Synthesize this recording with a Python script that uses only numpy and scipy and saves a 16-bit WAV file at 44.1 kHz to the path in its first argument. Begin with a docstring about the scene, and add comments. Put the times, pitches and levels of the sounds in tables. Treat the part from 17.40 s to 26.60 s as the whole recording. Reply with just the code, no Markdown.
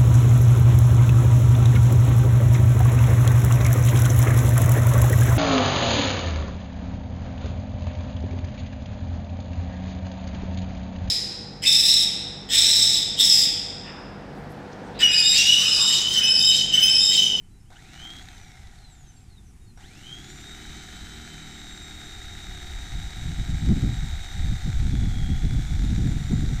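"""A corded electric knife skins a fish fillet on a garden table: a short burst, a coast-down, a long cut.
One shaft drives its sound: the mains motor whines in the plastic housing, the gear sings, the handle
growls, and the twin blades knock and rub at every stroke, slowing as the flesh drags on them.
Behind it lies a steady garden hush, with faint birds at the start and in the pause.
Later the breeze freshens and gusts buffet the microphone."""
import sys
import numpy as np
from scipy import signal
from scipy.fft import rfft, irfft
from scipy.io import wavfile
from scipy.ndimage import uniform_filter1d

SR = 44100
rng = np.random.default_rng(int(sys.argv[2]) if len(sys.argv) > 2 else 0)


def unload_wav(signal):
    """Save mono or channel-first audio to the path in sys.argv[1] as 16-bit WAV at rate SR, clipped to [-1, 1]."""
    wavfile.write(
        sys.argv[1],
        SR,
        np.round(np.clip(np.atleast_2d(signal).T, -1, 1) * 32767).astype(np.int16),
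    )


N = 405719
T = np.arange(N) / SR


def undb(db):
    """Decibels to gain."""
    return 10 ** (np.asarray(db) / 20)


def along(position, points):
    """Read a two-column curve at a moving time or pitch."""
    return np.interp(position, *np.transpose(points))


def unit(x):
    """Scale to rms 1."""
    return x / np.std(x)


def even(x, span_s):
    """Ride the gain to hold the rms near 1 over a sliding span."""
    size = int(.7 * span_s * SR)
    power = uniform_filter1d(uniform_filter1d(x * x, size), size)
    return x / np.sqrt(np.abs(power) + 1e-4 * np.var(x))


def noise():
    """White noise."""
    return rng.standard_normal(N)


def drift(rate_hz):
    """Smooth random modulation with a spread of 1."""
    hold = int(SR / rate_hz)
    steps = np.repeat(rng.standard_normal(N // hold + 1), hold)
    return unit(uniform_filter1d(steps, hold)[:N])


def swell(middle_s, length_s, steepness=2.23):
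    """Bell-shaped power envelope that rises and falls alike."""
    return np.exp(-np.abs(2 * (T - middle_s) / length_s) ** steepness)


def colour(x, eq, size=4096):
    """Ring x through a minimum-phase EQ curve of (freq_hz, gain_db) points."""
    hz, db = np.transpose(eq)
    bins_hz = np.maximum(np.arange(size // 2 + 1) * SR / size, 1)
    gain = undb(np.interp(np.log(bins_hz), np.log(hz), db))
    cepstrum = irfft(np.log(gain))
    cepstrum[1:size // 2] *= 2
    cepstrum[size // 2 + 1:] = 0
    return signal.fftconvolve(x, irfft(np.exp(rfft(cepstrum))))[:N]


# tone of the outdoor bed: freq_hz, gain_db
GARDEN_EQ = [(30, 6), (150, -1), (250, -9.5), (400, -15.5), (570, -32.5), (780, -20.5), (1050, -28.5),
             (1300, -27), (2200, -27), (4000, -34.5), (7500, -29), (10000, -31), (15000, -47)]
def garden(level_db):
    """A steady, bass-heavy outdoor hush that breathes slightly."""
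    return undb(level_db + drift(3)) * unit(colour(noise(), GARDEN_EQ))


# distant bird calls: start_s, length_s, start_hz, end_hz, level_db
WHISTLES = [(0.0, 0.1, 3050, 3020, -72), (0.102, 0.11, 4020, 3900, -70), (0.185, 0.093, 5250, 5250, -74),
            (0.252, 0.064, 2780, 3570, -69), (1.662, 0.083, 6160, 6230, -62),
            (1.7, 0.17, 7380, 7600, -64.5), (1.752, 0.043, 5000, 4100, -70), (2.04, 0.12, 6170, 6170, -70),
            (2.058, 0.09, 5870, 5400, -71), (2.187, 0.13, 3800, 3700, -72), (2.2, 0.11, 7000, 7000, -74),
            (2.255, 0.086, 4500, 3930, -67), (2.36, 0.044, 5600, 5650, -65)]
def birds():
    """Thin, wavering whistles from far off."""
    waver = 1 + .007 * drift(200)
    flicker = undb(3 * drift(70) - 1.5)
    out = np.zeros(N)
    for start_s, length_s, start_hz, end_hz, level_db in WHISTLES:
        span = np.flatnonzero((T >= start_s) & (T < start_s + length_s))
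        progress = np.linspace(0, 1, len(span))
        pitch_hz = (start_hz + (end_hz - start_hz) * progress) * waver[span]
        envelope = 3 * np.sin(np.pi * progress) * np.exp(-progress)
        out[span] += undb(level_db) * envelope * np.sin(2 * np.pi * np.cumsum(pitch_hz) / SR)
    return out * flicker


# the breeze freshening: time_s, rumble_db
BREEZE = [(0, -53), (2.5, -49.5), (3, -48.5), (4.5, -46.5), (4.8, -41.5), (5.3, -39.5), (6.9, -35.5),
          (7.5, -28.5), (8.4, -32), (9.2, -30)]
# gusts hitting the microphone: middle_s, length_s, rumble_db, flutter_db
GUSTS = [(1.25, .16, -46, -67), (3.3, 0.14, -43, -60), (3.627, .1, -42.5, -65), (5.11, .07, -37, -46),
         (5.35, 0.14, -34, -60), (5.59, 0.14, -29.5, -40), (5.89, 0.14, -29.5, -31),
         (6.007, 0.048, -26.5, -30.5), (6.131, 0.098, -24, -29), (6.303, 0.1, -21, -18),
         (6.454, .14, -25, -22), (6.631, 0.096, -25, -31), (6.75, 0.11, -29, -44),
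         (7.024, 0.097, -23, -31.5), (7.11, 0.077, -22, -26.5), (7.28, 0.045, -20.5, -24),
         (7.387, 0.068, -19.5, -31), (7.459, 0.038, -21.5, -25), (7.6, 0.23, -22.5, -25),
         (7.88, .19, -22.5, -26), (8.045, 0.034, -18, -24.5), (8.142, 0.13, -21.5, -24),
         (8.41, 0.2, -21.5, -27), (8.64, 0.28, -24.5, -22), (8.931, 0.043, -26, -19.5),
         (9.044, 0.23, -24.5, -23.5)]
def wind_gains():
    """Faders for rumble and flutter: gusts add their power to the breeze."""
    breeze_db = along(T, BREEZE)
    rumble_power = undb(breeze_db) ** 2
    flutter_power = undb(-58 + .19 * (breeze_db + 53)) ** 2  # grows only a little with the breeze
    for middle_s, length_s, rumble_db, flutter_db in GUSTS:
        gust = swell(middle_s, length_s)
        rumble_power += undb(rumble_db) ** 2 * gust
        flutter_power += undb(flutter_db) ** 2 * gust
    return np.sqrt(rumble_power), np.sqrt(flutter_power)


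# tone of the large and of the small eddies: freq_hz, gain_db
RUMBLE_EQ = [(10, 0.5), (22, 3), (40, 4.5), (75, 2.5), (110, -8), (160, -22), (300, -64.5), (2000, -100)]
FLUTTER_EQ = [(60, -17.5), (110, 7.5), (160, 2), (220, -6), (280, -13.5), (380, -28), (550, -42),
              (1200, -59), (4000, -100)]
def wind():
    """Large eddies rumble; small ones flutter, and reach higher as the gust grows."""
    rumble_gain, flutter_gain = wind_gains()
    rumble = even(colour(noise(), RUMBLE_EQ), .15)
    eddies = colour(noise() * undb(4.5 * drift(45)), FLUTTER_EQ)
    smallest = signal.sosfilt(signal.butter(2, 280, "high", fs=SR, output="sos"), eddies)
    force = np.clip(flutter_gain * undb(26), 0, 2)
    flutter = even(eddies, .094) + .31 * force * even(smallest, .053)
    return rumble_gain * rumble + flutter_gain * flutter


# trigger held down: on_s, off_s
TRIGGER = [(0.303, 0.825), (2.374, 9.3)]
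# stroke rate the motor heads for, lower as the flesh drags: time_s, stroke_hz
PACE = [(0.5, 42.0), (0.82, 41.3), (2.7, 42.4), (3.15, 43.4), (3.5, 42.5), (3.88, 41.7), (4.1, 40.42),
        (4.4, 39.7), (4.9, 39.16), (6.2, 38.98), (7.0, 38.42), (7.3, 37.6), (7.55, 35.7), (7.7, 35.2),
        (7.86, 33.96), (8.05, 35.45), (8.5, 36.33), (9.2, 36.9)]
def motor_speed(half_pace_s=.115, coast_hz_per_s=21.2):
    """Strokes per second: a quick rise that flattens; once released, friction slows the shaft evenly."""
    stroke_hz = np.full(N, .5)
    for on_s, off_s in TRIGGER:
        held_s = np.clip(T, on_s, off_s) - on_s
        driven_hz = along(on_s + held_s, PACE) * held_s / (held_s + half_pace_s)
        lost_hz = coast_hz_per_s * np.maximum(T - off_s, 0)
        stroke_hz = np.maximum(stroke_hz, driven_hz - lost_hz)
    return stroke_hz


def mains_throb(powered, mains_hz=60):
    """The current crests twice in each mains cycle."""
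    return powered * np.sin(2 * np.pi * 2 * mains_hz * T)


# how hard the blades press into the flesh and knock: time_s, bite_db
BITE = [(0.3, -5), (0.6, -2), (1.4, -3.5), (2.5, -6), (3.3, -3.5), (4.1, -4), (5.3, -1.5), (6.5, 0),
        (7.6, 0.5), (9.2, 0.5)]
IN_FILLET = T > 2.4
def part_gain(dynamics, stroke_hz, powered, cutting_hz=37.5, surge_peak_s=.044):
    """Fader for a knife part: it follows speed and bite, drops when coasting, surges at switch-on."""
    cutting_db, per_doubling_db, db_per_bite_db, coast_db, surge_db = dynamics
    speed_db = per_doubling_db * np.log2(stroke_hz / cutting_hz)
    running_db = cutting_db + speed_db + db_per_bite_db * along(T, BITE) + coast_db * (1 - powered)
    ages = [np.maximum(T - on_s, 0) / surge_peak_s for on_s, _ in TRIGGER]
    surge = sum(age * np.exp(1 - age) for age in ages)
    return np.hypot(undb(running_db), undb(surge_db) * surge)


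def stroke_harmonics(turns, partials, wobble_db, wobble_hz):
    """Sines locked to the stroke, each wobbling in level on its own."""
    out = np.zeros(N)
    for harmonic, level_db in partials:
        gain = undb(level_db + wobble_db * drift(wobble_hz))
        out += gain * np.sin(2 * np.pi * (harmonic * turns + rng.random()))
    return out


# hum of the shaking handle: stroke_harmonic, relative_db
SHAKE_PARTIALS = [(2, -1), (3, 0.5), (4, 2.5), (5, 1.5), (6, 0.5), (7, -6), (8, 0.5), (9, -6.5), (10, -2.5),
                  (11, -8.5)]
# tone of the growl under it: freq_hz, gain_db
GROWL_EQ = [(80, -15), (160, 1), (230, -2), (300, 1.5), (390, -3), (460, -15), (600, -23), (3000, -109)]
# dynamics of both: cutting_db, per_doubling_db, db_per_bite_db, coast_db, surge_db
SHAKE_DYNAMICS = (-53.5, 6, -0.95, -8, -75)
def handle(turns, stroke_hz, powered):
    """The swinging blades shake the handle into a hum over a dull growl; harmonic 4 rings out once."""
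    hum = unit(stroke_harmonics(turns, SHAKE_PARTIALS, wobble_db=2, wobble_hz=5.1))
    growl = undb(-6.5) * unit(colour(noise(), GROWL_EQ))
    ring = np.sqrt(2 * swell(middle_s=3.98, length_s=.26)) * np.sin(2 * np.pi * 4 * turns)
    return part_gain(SHAKE_DYNAMICS, stroke_hz, powered) * (hum + growl) + undb(-48) * ring


# buzz of the housing at full bite: stroke_harmonic, level_db
BUZZ_PARTIALS = [(10, -66), (19, -70), (21, -65.5), (23, -69.5), (25, -66.5)]
def housing_buzz(turns, db_per_bite_db=2.2):
    """Clean harmonics of the stroke that grow as the blades press into the fillet."""
    buzz = np.sqrt(2) * stroke_harmonics(turns, BUZZ_PARTIALS, wobble_db=1.3, wobble_hz=5)
    return buzz * undb(db_per_bite_db * along(T, BITE)) * IN_FILLET


def blows(turns, place, scatter_db):
    """One impulse of random strength each time the crank passes a place (0 to 1) in its turn."""
    count = np.floor(turns - place)
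    at = np.flatnonzero(np.diff(count) > 0)
    late = (count[at + 1] + place - turns[at]) / (turns[at + 1] - turns[at])  # share of a sample
    strength = undb(scatter_db * rng.uniform(-1, 1, len(at)))
    out = np.zeros(N)
    out[at], out[at + 1] = strength * (1 - late), strength * late
    return out


def chatter(hits, decay_s, loose, size=1024):
    """Each blow sets off a brief chatter: partly the same every time, partly loose noise."""
    fade = np.exp(-np.arange(size) / SR / decay_s)
    spectrum = rfft(fade * rng.standard_normal(size))
    # flattened, so it smears a blow in time without colouring it
    spectrum /= np.sqrt(uniform_filter1d(np.abs(spectrum) ** 2, size // 128))
    same = signal.fftconvolve(hits, irfft(spectrum))[:N]
    free = signal.fftconvolve(hits, fade)[:N] * noise()
    return unit(same) + loose * unit(free)


# tone of the blades' rattle, the teeth's hiss and the hollow handle's boom: freq_hz, gain_db
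RATTLE_EQ = [(500, -25), (1090, -14), (1250, -3.5), (1500, 0), (1750, -1.5), (1980, -0.5), (2300, -2),
             (2600, -11.5), (3200, -13), (3800, -3), (4400, -13.5), (7000, -15.5), (9500, -43.5),
             (15000, -37.5)]
HISS_EQ = [(1000, -31.5), (2700, 0.5), (3300, 3.5), (3850, 8), (4300, 0.5), (5000, -1.5), (6200, 3),
           (6700, 1), (7400, 2), (8600, -2), (9500, -12.5), (11300, -14.5), (12050, -10.5), (12800, -15),
           (13500, -17), (15300, -19.5)]
BOOM_EQ = [(200, -20), (400, -11), (570, -13.5), (660, -6.5), (730, 5.5), (810, 3), (870, -3.5), (950, -5),
           (1050, -18.5), (1500, -5), (6000, -75.5)]
# their dynamics: cutting_db, per_doubling_db, db_per_bite_db, coast_db, surge_db
RATTLE_DYNAMICS = (-45.5, 13, 0.76, -3, -58.5)
HISS_DYNAMICS = (-51.5, 8, 0.5, -2.5, -62)
BOOM_DYNAMICS = (-53, 6.5, 1.18, -0.5, -61.5)
def blades(turns, stroke_hz, powered):
    """The blades knock at one end of the stroke, clatter twice on the way back, and rub throughout."""
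    hard = chatter(blows(turns, place=.72, scatter_db=4.5), decay_s=.003, loose=.65)
    soft = chatter(blows(turns, place=.27, scatter_db=3.5), decay_s=.009, loose=.45)
    slap = chatter(blows(turns, place=.08, scatter_db=3.5), decay_s=.012, loose=.6)
    knocks = unit(hard + .9 * soft + .7 * slap) * undb(along(T, BITE))
    rattle = even(colour(knocks + .5 * noise(), RATTLE_EQ), .14)
    rattle *= undb((1 - powered) * np.interp(stroke_hz, [5.4, 8.6], [-10, 0]))  # slackens near rest
    # the brushes spark a little harder at each crest of the current
    rub = noise() * (1 + .059 * mains_throb(powered)) * undb(.75 * drift(70))
    hiss = even(colour(rub + undb(-8) * knocks, HISS_EQ), .19)
    hiss *= undb(2.57 * IN_FILLET)  # the teeth hiss more in the flesh
    boom = even(colour(knocks + 1.2 * noise(), BOOM_EQ), .14)
    return (part_gain(RATTLE_DYNAMICS, stroke_hz, powered) * rattle
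            + part_gain(HISS_DYNAMICS, stroke_hz, powered) * hiss
            + part_gain(BOOM_DYNAMICS, stroke_hz, powered) * boom)


def loose_blades(turns, stroke_hz, powered, start_s=.52, end_s=1.9):
    """Outside the fillet the blades hang loose and clack once a stroke, slowing with the shaft."""
    burst = chatter(blows(turns, place=.72, scatter_db=5.5), decay_s=.0025, loose=1)
    ring = unit(colour(burst, RATTLE_EQ) + undb(-6) * colour(burst, HISS_EQ))
    gain = undb(-9.5) * part_gain(RATTLE_DYNAMICS, stroke_hz, powered)
    return gain * ring * ((T > start_s) & (T < end_s))


# one-off hits of the blades and the switch: start_s, level_db
CLACKS = [(0.3033, -43), (0.3282, -41), (0.5338, -34), (0.5507, -35), (0.5981, -32), (0.6166, -34),
          (0.6495, -32), (0.7862, -31), (0.8865, -29), (0.9309, -35), (0.9987, -37), (1.1708, -42),
          (1.3873, -41), (2.3761, -44)]
def clacks(decay_s, gain_db, size=1024):
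    """The switch clicks and the blades strike their sockets: short noise bursts that ring the knife."""
    hits = np.zeros(N)
    for start_s, level_db in CLACKS:
        hits[int(start_s * SR)] = undb(level_db + gain_db)
    fade = np.exp(-np.arange(size) / SR / decay_s)
    burst = signal.fftconvolve(hits, fade)[:N] * noise()
    return (colour(burst, RATTLE_EQ) + undb(-16) * colour(burst, HISS_EQ)
            + undb(-7) * colour(burst, BOOM_EQ))


def jolts(decay_s, boom_db, click_db):
    """At switch-on the armature kicks against the housing: a boom and a shorter click."""
    kick = sum((T > on_s) * np.exp(-np.abs(T - on_s) / decay_s) for on_s, _ in TRIGGER)
    boom = undb(boom_db) * unit(colour(noise(), BOOM_EQ))
    click = undb(click_db) * unit(colour(noise(), HISS_EQ))
    return boom * kick + click * kick ** 2


# the gear tone swelling through housing resonances: pitch_hz, level_db
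GEAR_LEVELS = [(1800, -72), (2150, -63), (2500, -64.5), (2800, -81), (2995, -78), (3045, -58),
               (3085, -57.5), (3110, -63)]
def gear(angle, stroke_hz, powered, harmonic=80):
    """Meshing teeth sing; coasting, the loose gear is louder, wanders and falls silent at low speed."""
    level_db = along(harmonic * stroke_hz, GEAR_LEVELS) + 3 * (1 - powered) + 2.5 * drift(40)
    wander = .9 * (1 - powered) * drift(400)
    fade = np.interp(stroke_hz, [14, 24], [0, 1])
    return np.sqrt(2) * undb(level_db) * fade * np.sin(harmonic * angle + wander)


WHINE_HARMONIC = 100  # armature whine cycles per stroke
# faint sheen of the drive: stroke_harmonic, level_db
OVERTONES = [(160, -64), (400, -80)]
def overtones(angle, shaft_hz, powered):
    """Thin high tones at speed; while the motor is slow, the whine's fourth harmonic squeals in fits."""
    sheen = sum(undb(level_db + 2.3 * drift(18)) * np.sin(harmonic * angle + .64 * drift(160))
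                for harmonic, level_db in OVERTONES)
    at_speed = powered * (shaft_hz > 35)
    squeal_hz = 4 * WHINE_HARMONIC * shaft_hz
    squeal_db = np.interp(squeal_hz, [2900, 3800, 5200, 7000, 8800, 9600],
                          [-90, -70, -76, -62.5, -76, -110])
    squeal = np.sin(4 * WHINE_HARMONIC * angle + .65 * drift(250))
    squeal *= undb(squeal_db - 6 * powered + 5 * drift(35))
    return np.sqrt(2) * (at_speed * sheen + squeal)


# the whine's octave swelling through housing resonances: pitch_hz, level_db
OCTAVE_LEVELS = [(2400, -76.5), (3100, -69), (3500, -72), (3850, -59.5), (4300, -61), (4700, -84),
                 (5100, -66.5), (6000, -57.5), (6500, -63), (7200, -57.5), (7550, -60.5), (7750, -54)]
# its slow fades in and out: time_s, gain_db
OCTAVE_FADE = [(1.5, -1), (2.55, 0.5), (2.85, 6), (3.2, 0), (3.95, -3), (4.4, 5.5), (5.5, -5), (6.2, 4),
               (7.15, 1), (7.8, -6), (8.9, 3)]
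def whine_octave(angle, stroke_hz, powered):
    """A flickering octave above the whine, hardened by the inrush current during spin-up."""
    level_db = along(2 * WHINE_HARMONIC * stroke_hz, OCTAVE_LEVELS) + along(T, OCTAVE_FADE)
    inrush_db = powered * np.interp(stroke_hz, [16, 22.8], [18.5, 0])
    flicker_db = (3.5 - .5 * powered) * drift(50) - 3.5
    tone = (1 + .25 * mains_throb(powered)) * np.sin(2 * WHINE_HARMONIC * angle + .26 * drift(150))
    return np.sqrt(2) * undb(level_db + inrush_db + flicker_db) * tone


# the whine swelling through housing resonances: pitch_hz, level_db
WHINE_LEVELS = [(900, -73), (1300, -58), (1900, -54), (2400, -58), (2820, -55), (2950, -46), (3080, -43.5),
                (3220, -42.5), (3300, -48), (3400, -51), (3580, -55), (3690, -51.5), (3750, -46.5),
                (3790, -50), (3860, -52)]
# housing modes that colour it: centre_hz, width_hz, gain_db
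HOUSING_MODES = [(3224, 127, 27), (3713, 95, 23)]
def armature_whine(angle, stroke_hz, powered, coast_db=-22):
    """The armature's pull throbs with the mains and rings the housing; it ducks with the current off."""
    rocking = .075 * np.sin(angle)  # the load of each stroke rocks the armature
    pull = np.sin(WHINE_HARMONIC * angle + rocking + .29 * drift(300))
    pull *= (1 + .74 * mains_throb(powered)) * (1 + .24 * drift(220))
    housed = .12 * pull
    for centre_hz, width_hz, gain_db in HOUSING_MODES:
        mode = signal.iirpeak(centre_hz, centre_hz / width_hz, SR)
        housed += undb(gain_db) * signal.lfilter(*mode, pull)
    level_db = along(WHINE_HARMONIC * stroke_hz, WHINE_LEVELS) + coast_db * (1 - powered)
    return undb(level_db) * even(housed, .19)


def motor(turns, stroke_hz, powered):
    """All drive tones share one shaft; as it strains up to speed, the teeth judder in their play."""
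    shaft_hz = np.gradient(turns) * SR  # stroke rate with its flutter
    strain = powered * np.interp(shaft_hz, [18, 28, 35], [1, .5, 0])
    angle = 2 * np.pi * turns + .0055 * strain * drift(350)
    stutter = undb(3.5 * strain * (drift(70) - .6))
    return stutter * (gear(angle, stroke_hz, powered) + overtones(angle, shaft_hz, powered)
                      + whine_octave(angle, stroke_hz, powered)
                      + armature_whine(angle, stroke_hz, powered))


def knife():
    """One slightly fluttering shaft drives the running parts, which die away as it comes to rest."""
    stroke_hz = motor_speed()
    turns = np.cumsum(stroke_hz * (1 + .0008 * drift(25))) / SR
    held = sum(1. * ((T > on_s) & (T < off_s)) for on_s, off_s in TRIGGER)
    powered = uniform_filter1d(held, SR // 500)
    moving = np.maximum(powered, np.interp(stroke_hz, [2.5, 7], [0, 1]))
    running = sum(part(turns, stroke_hz, powered) for part in (handle, blades, loose_blades, motor))
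    hits = clacks(decay_s=.003, gain_db=3.5) + jolts(decay_s=.035, boom_db=-52.5, click_db=-61)
    return moving * (running + housing_buzz(turns)) + hits


def scene():
    """Garden, birds, wind and knife in one mono mix."""
    return (garden(level_db=-51) + birds() + wind() + knife())[None]


def record(dry, cutoff_hz=15250):
    """A steep low-pass takes off the very top."""
    return signal.sosfilt(signal.ellip(10, .2, 80, cutoff_hz, fs=SR, output="sos"), dry)


dry = scene()
out = record(dry)
unload_wav(out)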